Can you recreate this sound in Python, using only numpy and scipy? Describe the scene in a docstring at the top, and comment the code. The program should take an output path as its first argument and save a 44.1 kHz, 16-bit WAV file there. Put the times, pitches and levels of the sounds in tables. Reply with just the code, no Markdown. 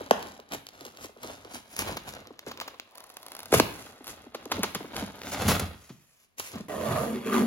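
"""On a cloth-covered table in a fairly live room, a cardboard box is handled and its end flap worked open.
Rubbed card sounds as filtered random slips; bumps, catches, buckles and snaps as short bursts and rings.
A moulded plastic tray creaks by stick-slip, jerks free, knocks against the box walls and slides out.
Then a hand pushes it across the cloth: juddering friction drives resonances and its thin shell drones."""
import sys
import numpy as np
from scipy import signal
from scipy.fft import rfft, irfft, next_fast_len
from scipy.io import wavfile
from scipy.ndimage import uniform_filter1d, map_coordinates

SR = 44100
rng = np.random.default_rng(int(sys.argv[2]) if len(sys.argv) > 2 else 0)


def dump_mix(stems):
    """Bounce the given channels to the path in sys.argv[1] as a 16-bit WAV at rate SR."""
    frames = np.atleast_2d(stems).T  # one column per channel
    limited = np.clip(frames, -1, 1)  # hard clip at full scale
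    pcm = np.round(limited * 32767).astype(np.int16)
    wavfile.write(sys.argv[1], SR, pcm)


N = 328986
TIME = np.arange(N) / SR  # s

# All levels in the tables are relative; spectra are scaled to rms 1 when used.
# spectrum of the still room's air: frequency_hz, weight_db
AIR_SPECTRUM = [(25, 7), (120, -1), (1000, -11), (3000, -14.5), (16000, -35.5)]
# room decay: frequency_hz, t60_s
ROOM_DECAY = [(100, 0.49), (500, 0.46), (2000, 0.58), (6000, 0.26), (14000, 0.69)]
# strength of the room's answer: frequency_hz, level_db
ROOM_ECHO = [(100, 7), (500, -6), (2500, 3.5), (7000, -0.5), (14000, -3)]
# lead of the left ear over the right, following the action: time_s, lead_ms
EAR_LEAD = [(0, .27), (1.2, .23), (3.1, .11), (5.1, .09), (5.5, 0), (6.0, .05), (6.4, .27), (6.7, .05)]
# two bands where the treble is thinner: centre_hz, width_hz, share_removed (held to 0.85 at most)
TREBLE_DIPS = [(8385, 3060, 1), (13550, 920, 0.65)]

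# strokes of hand or tray along the card: peak_s, swell_s, fade_s, scrape_db, hiss_db
STROKES = [(.02, 0.32, 0.074, -46, -64), (0.258, 0.63, 0.2, -47.5, -65), (0.541, 0.045, 0.056, -39.5, -46),
           (0.763, 0.02, 0.015, -59, -75), (0.864, 0.27, 0.19, -51.5, -62.5),
           (1.045, 0.1, 0.055, -48, -48.5), (1.248, 0.09, 0.39, -46.5, -58),
           (1.553, 0.089, 0.089, -46, -48), (1.729, 0.076, 0.066, -59.5, -51.5),
           (1.807, 0.069, 0.05, -43, -37), (1.89, 0.17, 0.14, -38, -51.5),
           (2.089, 0.062, 0.088, -42, -49.5), (2.161, 0.074, 0.22, -47.5, -106),
           (2.478, 0.026, 0.039, -40.5, -55), (2.632, 0.32, 0.24, -52, -79),
           (3.544, 0.028, 0.039, -25.5, -24), (3.579, 0.042, 0.032, -27, -28), (3.82, 1, 0.27, -49.5, -58),
           (4.098, 0.08, 0.076, -46.5, -47), (4.22, 0.22, 0.2, -51.5, -86), (4.41, 0.037, 0.13, -50.5, -73),
           (4.55, 0.058, 0.22, -38.5, -65), (4.81, 0.079, 0.17, -49, -70), (4.982, 0.082, 0.17, -36, -51),
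           (5.16, 0.037, 0.43, -51.5, -64), (5.335, 0.18, 0.066, -41, -40.5),
           (5.42, 0.15, 0.23, -32, -42.5), (5.497, 0.064, 0.15, -26.5, -31.5),
           (5.82, 0.13, 0.71, -80, -62.5), (6.24, 0.56, 0.056, -82, -67.5),
           (6.385, 0.017, 0.2, -56.5, -44.5), (6.46, 0.066, 0.18, -72, -46.5),
           (6.556, 0.056, 0.085, -40.5, -71)]
# spectrum of flexing panels: frequency_hz, weight_db
FLEX_SPECTRUM = [(25, -45), (45, 4.5), (65, 0), (130, 5), (220, 2.5), (330, -23.5), (700, -27.5)]
# spectrum of scraped fibres: frequency_hz, weight_db
SCRAPE_SPECTRUM = [(120, -24), (280, 6), (520, 1), (800, -1), (1100, -1.5), (1600, -5.5), (2500, -9.5),
                   (4000, -11), (8000, -36)]
# spectrum of crackling fibres: frequency_hz, weight_db
CRACKLE_SPECTRUM = [(250, -20.5), (700, 1), (3000, -2), (4400, 3.5), (7000, 4.5), (11000, 2), (15500, -15)]
# spectrum of the glossy surface's hiss: frequency_hz, weight_db
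HISS_SPECTRUM = [(1200, -0.5), (2500, 3.5), (4000, -2.5), (7000, 5), (11000, 4.5), (15500, -5.5)]
# soft bumps of hand and tray on the box: start_s, level_db, pitch_hz
BUMPS = [(0.007, -22.5, 319), (0.262, -33, 238), (0.391, -32, 363), (0.811, -35, 248), (0.854, -32.5, 348),
         (1.044, -29, 288), (1.092, -37, 370), (1.164, -36.5, 327), (1.242, -25.5, 313), (1.298, -29, 395),
         (1.449, -32.5, 304), (1.539, -35, 205), (1.891, -20.5, 413), (1.917, -28, 132), (2.305, -31, 272),
         (2.466, -26, 286), (3.549, -14, 116), (4.006, -35.5, 236), (4.265, -34.5, 230), (4.347, -24, 325),
         (4.457, -26, 273), (4.58, -23, 246), (4.591, -20.5, 168), (4.636, -21, 316), (4.757, -25.5, 140),
         (4.806, -25.5, 255), (4.844, -27.5, 277), (5.022, -19.5, 187), (5.452, -15.5, 82),
         (5.482, -13.5, 132), (5.622, -19, 78), (5.903, -31, 127), (6.556, -24.5, 159), (6.603, -27, 149)]
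# creases in card and plastic that buckle: time_s, level_db, pitch_hz
TICKS = [(0.2267, -25, 4070), (0.4, -34, 3580), (0.5208, -20, 2660), (0.6674, -25.5, 4600),
         (0.688, -28, 4600), (0.809, -28, 3450), (0.8512, -25, 7000), (0.8654, -29, 6700),
         (0.972, -30.5, 4340), (1.0447, -30, 7150), (1.448, -32.5, 3100), (1.5623, -34, 4000),
         (1.82, -20.5, 1970), (2.0904, -24, 4920), (2.137, -27.5, 5500), (2.2715, -31.5, 4370),
         (2.392, -24.5, 4630), (2.487, -35, 4440), (2.574, -28, 2780), (2.601, -19, 2700),
         (2.798, -20.5, 2850), (4.455, -27, 6300), (4.965, -16.5, 3500), (5.217, -24.5, 2280),
         (5.234, -28, 2420), (5.27, -26, 2310)]
# edges catching and slipping off: time_s, level_db, treble_db, nominal_length_s
CATCHES = [(1.233, -37.5, -41, 0.0012), (1.765, -56, -37, 0.0026), (1.791, -30.5, -27, 0.002),
           (1.97, -28.5, -40, 0.00083), (2.514, -33, -53, 0.00075), (2.612, -30.5, -44, 0.0015),
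           (2.679, -33.5, -42, 0.00059), (3.521, -28, -38.5, 0.0038), (4.346, -32.5, -63, 0.0015),
           (4.517, -19.5, -50, 0.0011), (4.633, -23, -27, 0.0019), (4.749, -26.5, -31.5, 0.0014),
           (5.481, -24.5, -33, 0.0058), (5.596, -42, -34.5, 0.0046), (5.893, -48.5, -55, 0.0025),
           (6.398, -30.5, -30.5, 0.0011)]
# spectrum of a catching edge: frequency_hz, weight_db
CATCH_SPECTRUM = [(100, -33), (300, -6), (600, -2.5), (1150, 0.5), (1700, -7), (2400, -8), (4500, -8.5),
                  (8000, -16.5), (15500, -19)]
# box panels snapping through: start_s, ring_db, pitch_hz, t60_s, overtone_db, crack_db, crack_length_s
SNAPS = [(0.1096, 5.5, 407, 0.013, -2, -18.5, 0.00065), (3.5261, -2.5, 318, 0.02, -7.5, -22.5, 0.00038),
         (3.539, -3.5, 419, 0.025, 1.5, -24.5, 0.0006), (3.598, -4.5, 278, 0.021, -6.5, -16.5, 0.00132)]

# steady rubbing of the tray on the card: time_s, level_db
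SLIDE_LEVELS = [(2.89, -66.5), (2.96, -56), (3.12, -59), (3.42, -57), (3.52, -86)]
# resonances of the box wall it rubs on: centre_hz, width_hz, level_db
WALL_MODES = [(711, 470, 2), (1020, 140, 8), (1590, 1200, -10)]
# single slips of the tray along the box wall: start_s, level_db
CREAKS = [(2.954, -42.5), (2.975, -44.5), (2.981, -38.5), (3.004, -41.5), (3.04, -41.5), (3.1004, -41.5),
          (3.169, -33.5), (3.2295, -41), (3.264, -36.5), (3.283, -40.5), (3.3185, -35), (3.35, -35),
          (3.366, -36.5), (3.391, -34), (3.4033, -36.5), (3.4306, -37), (3.457, -36), (4.043, -41),
          (4.069, -34), (4.078, -34), (4.087, -41)]
# spectrum of a creak: frequency_hz, weight_db
CREAK_SPECTRUM = [(1000, -24.5), (2200, -12.5), (4000, 1), (7000, -4), (11000, 5.5), (15500, -3)]
# tray pushed over the cloth in two shoves: time_s, shell_db, drone_db, rasp_db
PUSH_LEVELS = [(6.684, -64, -58, -39), (6.69, -52, -37, -42), (6.78, -42.5, -35, -40),
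               (6.88, -42, -30, -34.5), (6.97, -43, -27.5, -32.5), (7.08, -37, -37, -36.5),
               (7.16, -29.5, -48, -43.5), (7.235, -51, -49, -48), (7.264, -30, -44, -38),
               (7.315, -32, -43, -36.5), (7.336, -25.5, -46, -27.5), (7.39, -22, -36, -30.5),
               (7.46, -27.5, -41, -39.5)]
# resonances of the hollow tray shell: centre_hz, width_hz, level_db
SHELL_MODES = [(221.5, 18, 5), (370, 23, -3), (441.5, 19, -3)]
# resonances of the tray's droning base: centre_hz, width_hz, level_db
DRONE_MODES = [(141.5, 30, 1), (576.4, 33, 5), (623, 55, -1.5), (733, 45, -9)]
# resonances of the tray's rasping walls: centre_hz, width_hz, level_db
RASP_MODES = [(330, 120, 5), (445, 70, 3.5), (982, 180, -1.5), (1170, 110, 2), (1450, 170, -11.5),
              (1630, 63, -10), (1895, 120, -7), (2310, 410, -14.5), (2875, 200, -10.5), (3300, 75, -12.5),
              (3820, 200, -16.5), (4360, 170, -15)]
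# spectrum of the cloth's hiss: frequency_hz, weight_db
CLOTH_SPECTRUM = [(1500, -4), (5000, -2.0), (7000, 10.0), (11000, 14.5), (15500, -1.5)]

STROKE_RANGE_DB, STROKE_ROUNDNESS = 18.5, 1.15  # drop one swell before and one fade after the peak
HISS_FOLLOWS = 1.88  # dB of hiss per dB of the stroke's swell
FLEX_DB, FLEX_AT_SCRAPE_DB, FLEX_FOLLOWS = -44.5, -39, 1.36  # the harder the rubbing, the more panels give
CRACKLES_PER_S, CRACKLE_SPREAD_DB = 220, 4
KNOCKS_PER_S, KNOCK_DB = 9, -7  # each panel gives way in small random knocks under the rubbing
CREAK_S, CREAK_EDGE_DB, CREAK_BODY_DB = 0.00066, 3.5, -3.5
CLOTH_DB = -5.5  # cloth hiss relative to the rasp it follows
RASP_WIDTH_DB = -6.5  # the tray's two flanks rasp with their own grain
DRONE_PAN_DB = -10.5  # left minus right; the deep modes spread more evenly
# the fingers load the tray's modes unevenly and bend their pitch by this share
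MODE_WANDER_DB, MODE_WANDER_PER_S, MODE_BEND = 6, 14, .012
TRAY_SETTLE_S = 0.027  # steady pressure evens out the ringing over this time
TICK_ROOM_DB = -4  # the tiny ticks leave a fainter room tail
CUTOFF_HZ = 16000


def from_db(db):
    """Decibels are twenty times the logarithm of an amplitude ratio."""
    return 10 ** (np.asarray(db) / 20)


def rms_one(x):
    """Root-mean-square normalisation: unit mean power."""
    return x / np.sqrt(np.mean(x ** 2) + 1e-20)


def at_hz(points, hz):
    """Logarithmic frequency scale: read a table in equal steps per octave."""
    known_hz, values = np.transpose(points)
    return np.interp(np.log(hz + 0.0012), np.log(known_hz), values)


def coloured(x, spectrum):
    """Linear filtering: weight the Fourier components by a smooth spectrum; rms 1."""
    size = next_fast_len(len(x))
    weights = from_db(at_hz(spectrum, np.fft.rfftfreq(size, 1 / SR)))
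    return rms_one(irfft(rfft(x, size) * weights, size)[:len(x)])


def gains(rows):
    """Amplitude envelopes, one per dB column: near silent before the first row, the last row held."""
    s, *columns = np.transpose(rows)
    return [from_db(np.interp(TIME, s, column, left=-140)) for column in columns]


def drift(rate):
    """Random modulation: straight lines join normal draws of spread 1, `rate` of them per second."""
    knots = rng.standard_normal(8192)
    return np.interp(TIME * rate, np.arange(len(knots)), knots)


def resonate(x, hz, width_hz):
    """Resonance: a two-pole band with gain 1 on top, damped according to its width."""
    r = np.exp(-np.pi * width_hz / SR)
    zeros = np.array([1, 0, -1]) * (1 - r * r) / 2
    poles = [1, -2 * r * np.cos(2 * np.pi * hz / SR), r * r]
    return signal.lfilter(zeros, poles, x + 1e-18)


def add(track, s, sound):
    """Superposition: lay a sound into the track at s seconds."""
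    start = max(round(s * SR), 0)
    track[start:start + len(sound)] += sound[:N - start]


def slips(per_s, spread_db):
    """Dry friction: tiny slips of uneven size and either sign at random moments."""
    sizes = from_db(spread_db * np.minimum(rng.exponential(1, N), 4)) * rng.choice([-1, 1], N)
    return sizes * (rng.random(N) < per_s / SR)


def burst(spectrum, length_s):
    """Transient friction: a quick noisy run of fibre slips peaks after length_s and dies away."""
    age = TIME[:8192] / length_s
    swell = age * np.exp(1 - age)
    run = rfft(rng.standard_normal(len(age)) * swell)
    evened = irfft(run / np.abs(run) ** .7)  # flatten most of the chance peaks in the spectrum
    shaped = coloured(evened, spectrum)
    return shaped[:len(age) // 2] * np.sqrt(np.mean(swell ** 2))


def panel(hz, t60, overtone_db, hollow_db, glide=1.576, glide_s=0.00383):
    """Bending-wave dispersion: short waves arrive first, so the ring falls in pitch; the box air hums."""
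    t = TIME[:8192]
    cycles = hz * (t + glide * glide_s * (1 - np.exp(-t / glide_s)))
    modes = [(1, 3.68, 1), (1.4, overtone_db, 0.34), (2.3, overtone_db - 4.5, 0.97)]  # ratio, dB, t60 share
    ring = 0
    for ratio, db, share in modes:
        ring = ring + from_db(db - 60 * t / (t60 * share)) * np.sin(2 * np.pi * ratio * cycles)
    hollow = from_db(hollow_db - 60 * t / (2.0 * t60)) * np.sin(2 * np.pi * 235 * t)
    swing = -(ring + hollow) * (1 - np.exp(-t / 0.002))
    # little radiates below the panel's pitch
    return signal.sosfilt(signal.butter(2, .5 * hz, "high", fs=SR, output="sos"), swing)


def room_air():
    """Broadband background noise: the still room as coloured noise, independent in each ear."""
    return from_db(-73.0) * np.array([coloured(rng.standard_normal(N), AIR_SPECTRUM) for ear in range(2)])


def walls(x, tail_db):
    """Reverberation: diffuse echoes decay exponentially at a rate set by frequency, a tail for each ear."""
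    t = TIME[:SR * 3 // 4]
    edges = np.geomspace(50, 18000, 9)
    response = 0
    for low, high in zip(edges, edges[1:]):
        hz = np.sqrt(low * high)
        band = signal.butter(2, [low, high], "band", fs=SR, output="sos")
        left, right, both = signal.sosfilt(band, rng.standard_normal((3, len(t))))
        alike = 1 / (1 + (hz / 380) ** 2)  # long waves reach both ears alike
        noise = np.sqrt(1 - alike) * np.array([left, right]) + np.sqrt(alike) * both
        tail = from_db(-60 * t / at_hz(ROOM_DECAY, hz)) * np.clip(t / 0.0019, 0, 1)
        response = response + noise * from_db(tail_db + at_hz(ROOM_ECHO, hz)) * rms_one(tail)
    return signal.fftconvolve(x[None], response / np.sqrt(len(t)), axes=1)[:, :N]


def table_bounce(x):
    """Interference: a reflection off the table takes a path that changes as the hands move."""
    path = .0016 * SR * from_db(2 * drift(2))  # delay in samples
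    return x + .35 * map_coordinates(x, [np.arange(N) - path], order=3)


def stroke_gains():
    """Power addition of strokes: each swells and fades; hiss and flexing rise faster than the scrape."""
    scrape_power = hiss_power = 1e-18
    for s, swell_s, fade_s, scrape_db, hiss_db in STROKES:
        away = np.minimum(np.maximum((s - TIME) / swell_s, (TIME - s) / fade_s), 6)
        shape_db = -STROKE_RANGE_DB * np.abs(away) ** STROKE_ROUNDNESS
        scrape_power = scrape_power + from_db(scrape_db + shape_db) ** 2
        hiss_power = hiss_power + from_db(hiss_db + HISS_FOLLOWS * shape_db) ** 2
    scrape = np.sqrt(scrape_power)
    flex = from_db(FLEX_DB) * (scrape / from_db(FLEX_AT_SCRAPE_DB)) ** FLEX_FOLLOWS
    return flex, scrape, np.sqrt(hiss_power)


def rubbing(grip):
    """Friction noise: rubbed panels flex, fibres scrape and crackle, and the gloss hisses."""
    flex, scrape, hiss = stroke_gains()
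    crackle = np.sqrt(scrape * np.sqrt(scrape * hiss))
    crackle = np.minimum(crackle, from_db(-45))  # fibres can snap only so hard
    flexing = coloured(slips(900, 1.6), FLEX_SPECTRUM)
    scraping = coloured(slips(650, 1.9) * from_db(3.4 * grip), SCRAPE_SPECTRUM)
    crackling = coloured(slips(CRACKLES_PER_S, CRACKLE_SPREAD_DB), CRACKLE_SPECTRUM)
    hissing = coloured(slips(3500, 1.3) * from_db(2 * grip), HISS_SPECTRUM)
    return (flex * flexing + scrape * from_db(0.53) * scraping
            + crackle * from_db(-0.5) * crackling + hiss * from_db(6.0) * hissing)


def bump(hz):
    """Soft impact: a contact sets a panel ringing without a crack."""
    return panel(hz, 0.054 * np.sqrt(300 / hz), overtone_db=-0.5, hollow_db=-13.5)


def bumps():
    """Impulse excitation: single bumps, and small knocks of four panels giving way under the strokes."""
    scrape = np.minimum(stroke_gains()[1], from_db(-41))  # a panel gives only so far
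    knocks = 0
    for hz in np.geomspace(220, 620, 4):
        knocks = knocks + signal.oaconvolve(slips(KNOCKS_PER_S, 2), bump(hz))[:N]
    out = scrape * from_db(KNOCK_DB) * rms_one(knocks)
    for s, db, hz in BUMPS:
        add(out, s, from_db(db - 5.5) * bump(hz))
    return out


def ticks():
    """Buckling instability: a crease gives a dry, broad crack over a faint lower knock."""
    out = np.zeros(N)
    for s, db, hz in TICKS:
        spectrum = [(hz / 14, -14), (hz / 9.9, -3), (hz / 5.4, -5), (hz, 0), (hz * 1.94, -5), (hz * 6, -16)]
        add(out, s - .0003, from_db(db - 7.5) * burst(spectrum, 0.00076))
    return out


def catches():
    """Static friction and release: an edge drags for a moment, catches and rasps free."""
    out = np.zeros(N)
    for s, db, treble_db, length_s in CATCHES:
        length_s = max(length_s, .001)
        body = from_db(db) * burst(CATCH_SPECTRUM, 2.44 * length_s)
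        treble = from_db(treble_db + 10.0) * burst(HISS_SPECTRUM, .5 * length_s)
        drag = from_db(db - 20) * burst(CATCH_SPECTRUM, 0.0026)
        add(out, s - .007, drag)
        add(out, s - .001, body + treble)
    return out


def snaps():
    """Snap-through: a crack as the edge lets go, then the freed panel swings in its modes."""
    out = np.zeros(N)
    for s, ring_db, hz, t60, overtone_db, crack_db, crack_s in SNAPS:
        crack = burst(HISS_SPECTRUM, crack_s) + from_db(6.5) * burst(CATCH_SPECTRUM, crack_s)
        ring = panel(hz, t60, overtone_db, hollow_db=-14.5, glide=2.42, glide_s=0.0013)
        add(out, s, from_db(crack_db) * crack)
        add(out, s + crack_s, from_db(ring_db) * ring)
    return out


def tray_slide():
    """Forced resonance: fine slips of the creeping tray excite the box wall, with faint creaks among them."""
    level, = gains(SLIDE_LEVELS)
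    friction = slips(3000, 2.1)
    wall = 0
    for k, (hz, width_hz, db) in enumerate(WALL_MODES):
        wall = wall + (-1) ** k * from_db(db) * resonate(friction, hz, width_hz)  # polarity alternates
    faint_creaks = from_db(-3.5) * coloured(slips(35, 2.5), CREAK_SPECTRUM)
    return level * (rms_one(wall) + faint_creaks)


def creaks():
    """Stick-slip: each slip of plastic on card is a short, bright, dry tick with a little wall body."""
    out = np.zeros(N)
    for s, db in CREAKS:
        edge = from_db(CREAK_EDGE_DB) * burst(CREAK_SPECTRUM, CREAK_S)
        body = from_db(CREAK_BODY_DB) * burst(CATCH_SPECTRUM, 2 * CREAK_S)
        add(out, s, from_db(db) * (edge + body))
    return out


def stick_slip_judder():
    """Relaxation oscillation: an uneven slip cycle jumps up and decays, about 135 times a second."""
    slip_cycle = np.cumsum(135 * from_db(3.2 * drift(90))) / SR % 1
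    return (.28 + np.exp(-slip_cycle / .22)) * from_db(2.5 * drift(80))


def tray_ring(judder, modes, pan_db=0):
    """Driven modes: friction keeps resonances ringing, wavering in strength and pitch; stereo, near rms 1."""
    friction = judder * rng.standard_normal(N)
    ring = 0
    for k, (hz, width_hz, db) in enumerate(modes):
        load = drift(MODE_WANDER_PER_S)
        load_to_end = np.cumsum(load[::-1])[::-1] / SR
        # reading at a wandering pace bends the pitch
        mode = np.interp(TIME - MODE_BEND * load_to_end, TIME, resonate(friction, hz, width_hz))
        side_db = pan_db / 2 * min(hz / 580, 1) ** 2
        ear_gains = from_db([[db + side_db], [db - side_db]])
        ring = ring + (-1) ** k * ear_gains * (from_db(MODE_WANDER_DB * load) * mode)
    power = uniform_filter1d(np.mean(ring ** 2, axis=0), int(TRAY_SETTLE_S * SR))
    return ring / np.sqrt(power + 1e-12)


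def tray_push(judder):
    """Friction-driven shell: stick-slip on cloth rings the tray and sheds puffs of bright hiss; stereo."""
    shell, drone, rasp = gains(PUSH_LEVELS)

    def rasp_and_cloth():
        """Amplitude modulation: the cloth hiss swells with the square root of the judder."""
        cloth = coloured(np.sqrt(judder) * slips(11000, 3.2), CLOTH_SPECTRUM)
        return tray_ring(judder, RASP_MODES) + from_db(CLOTH_DB) * cloth

    front, flank = rasp_and_cloth(), rasp_and_cloth()
    wide = front + from_db(RASP_WIDTH_DB) * flank * [[1], [-1]]
    return (shell * tray_ring(judder, SHELL_MODES)
            + drone * tray_ring(judder, DRONE_MODES, DRONE_PAN_DB) + rasp * wide)


def scene():
    """Interaural delay and reflection: close action reaches one ear first; table and room answer."""
    grip = drift(90)  # the pressure of the contact comes and goes
    judder = stick_slip_judder()
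    # two sides rub at once, each with its own grain; the second widens all but the bass
    front, flank = (rubbing(grip) + tray_slide() for side in range(2))
    flank = from_db(-6) * signal.sosfilt(signal.butter(2, 500, "high", fs=SR, output="sos"), flank)
    box = snaps() + bumps() + catches() + table_bounce(front)
    clicks = ticks() + creaks()
    tray = tray_push(judder)

    lead = np.interp(TIME, *np.transpose(EAR_LEAD)) * SR / 1000  # ms to samples
    ears = []
    for side, tray_ear in zip((1, -1), tray):  # left, right
        ear = box + clicks + tray_ear + side * flank
        ears.append(map_coordinates(ear, [np.arange(N) + side * lead / 2], order=3))
    to_room = box + from_db(TICK_ROOM_DB) * clicks + tray.mean(axis=0)
    return np.array(ears) + walls(to_room, tail_db=-9.0) + room_air()


def record(dry):
    """Band limiting and saturation: bass rolled off, two treble bands thinned, peaks rounded, the top cut."""
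    thin = signal.sosfilt(signal.butter(2, 45, "high", fs=SR, output="sos"), dry)
    for hz, width_hz, share in TREBLE_DIPS:
        thin = thin - min(share, .85) * resonate(thin, hz, width_hz)
    rounded = 1.2 * np.tanh(thin / 1.2)
    return signal.sosfilt(signal.ellip(10, .1, 80, CUTOFF_HZ, fs=SR, output="sos"), rounded)


dry = scene()
out = record(dry)
dump_mix(out)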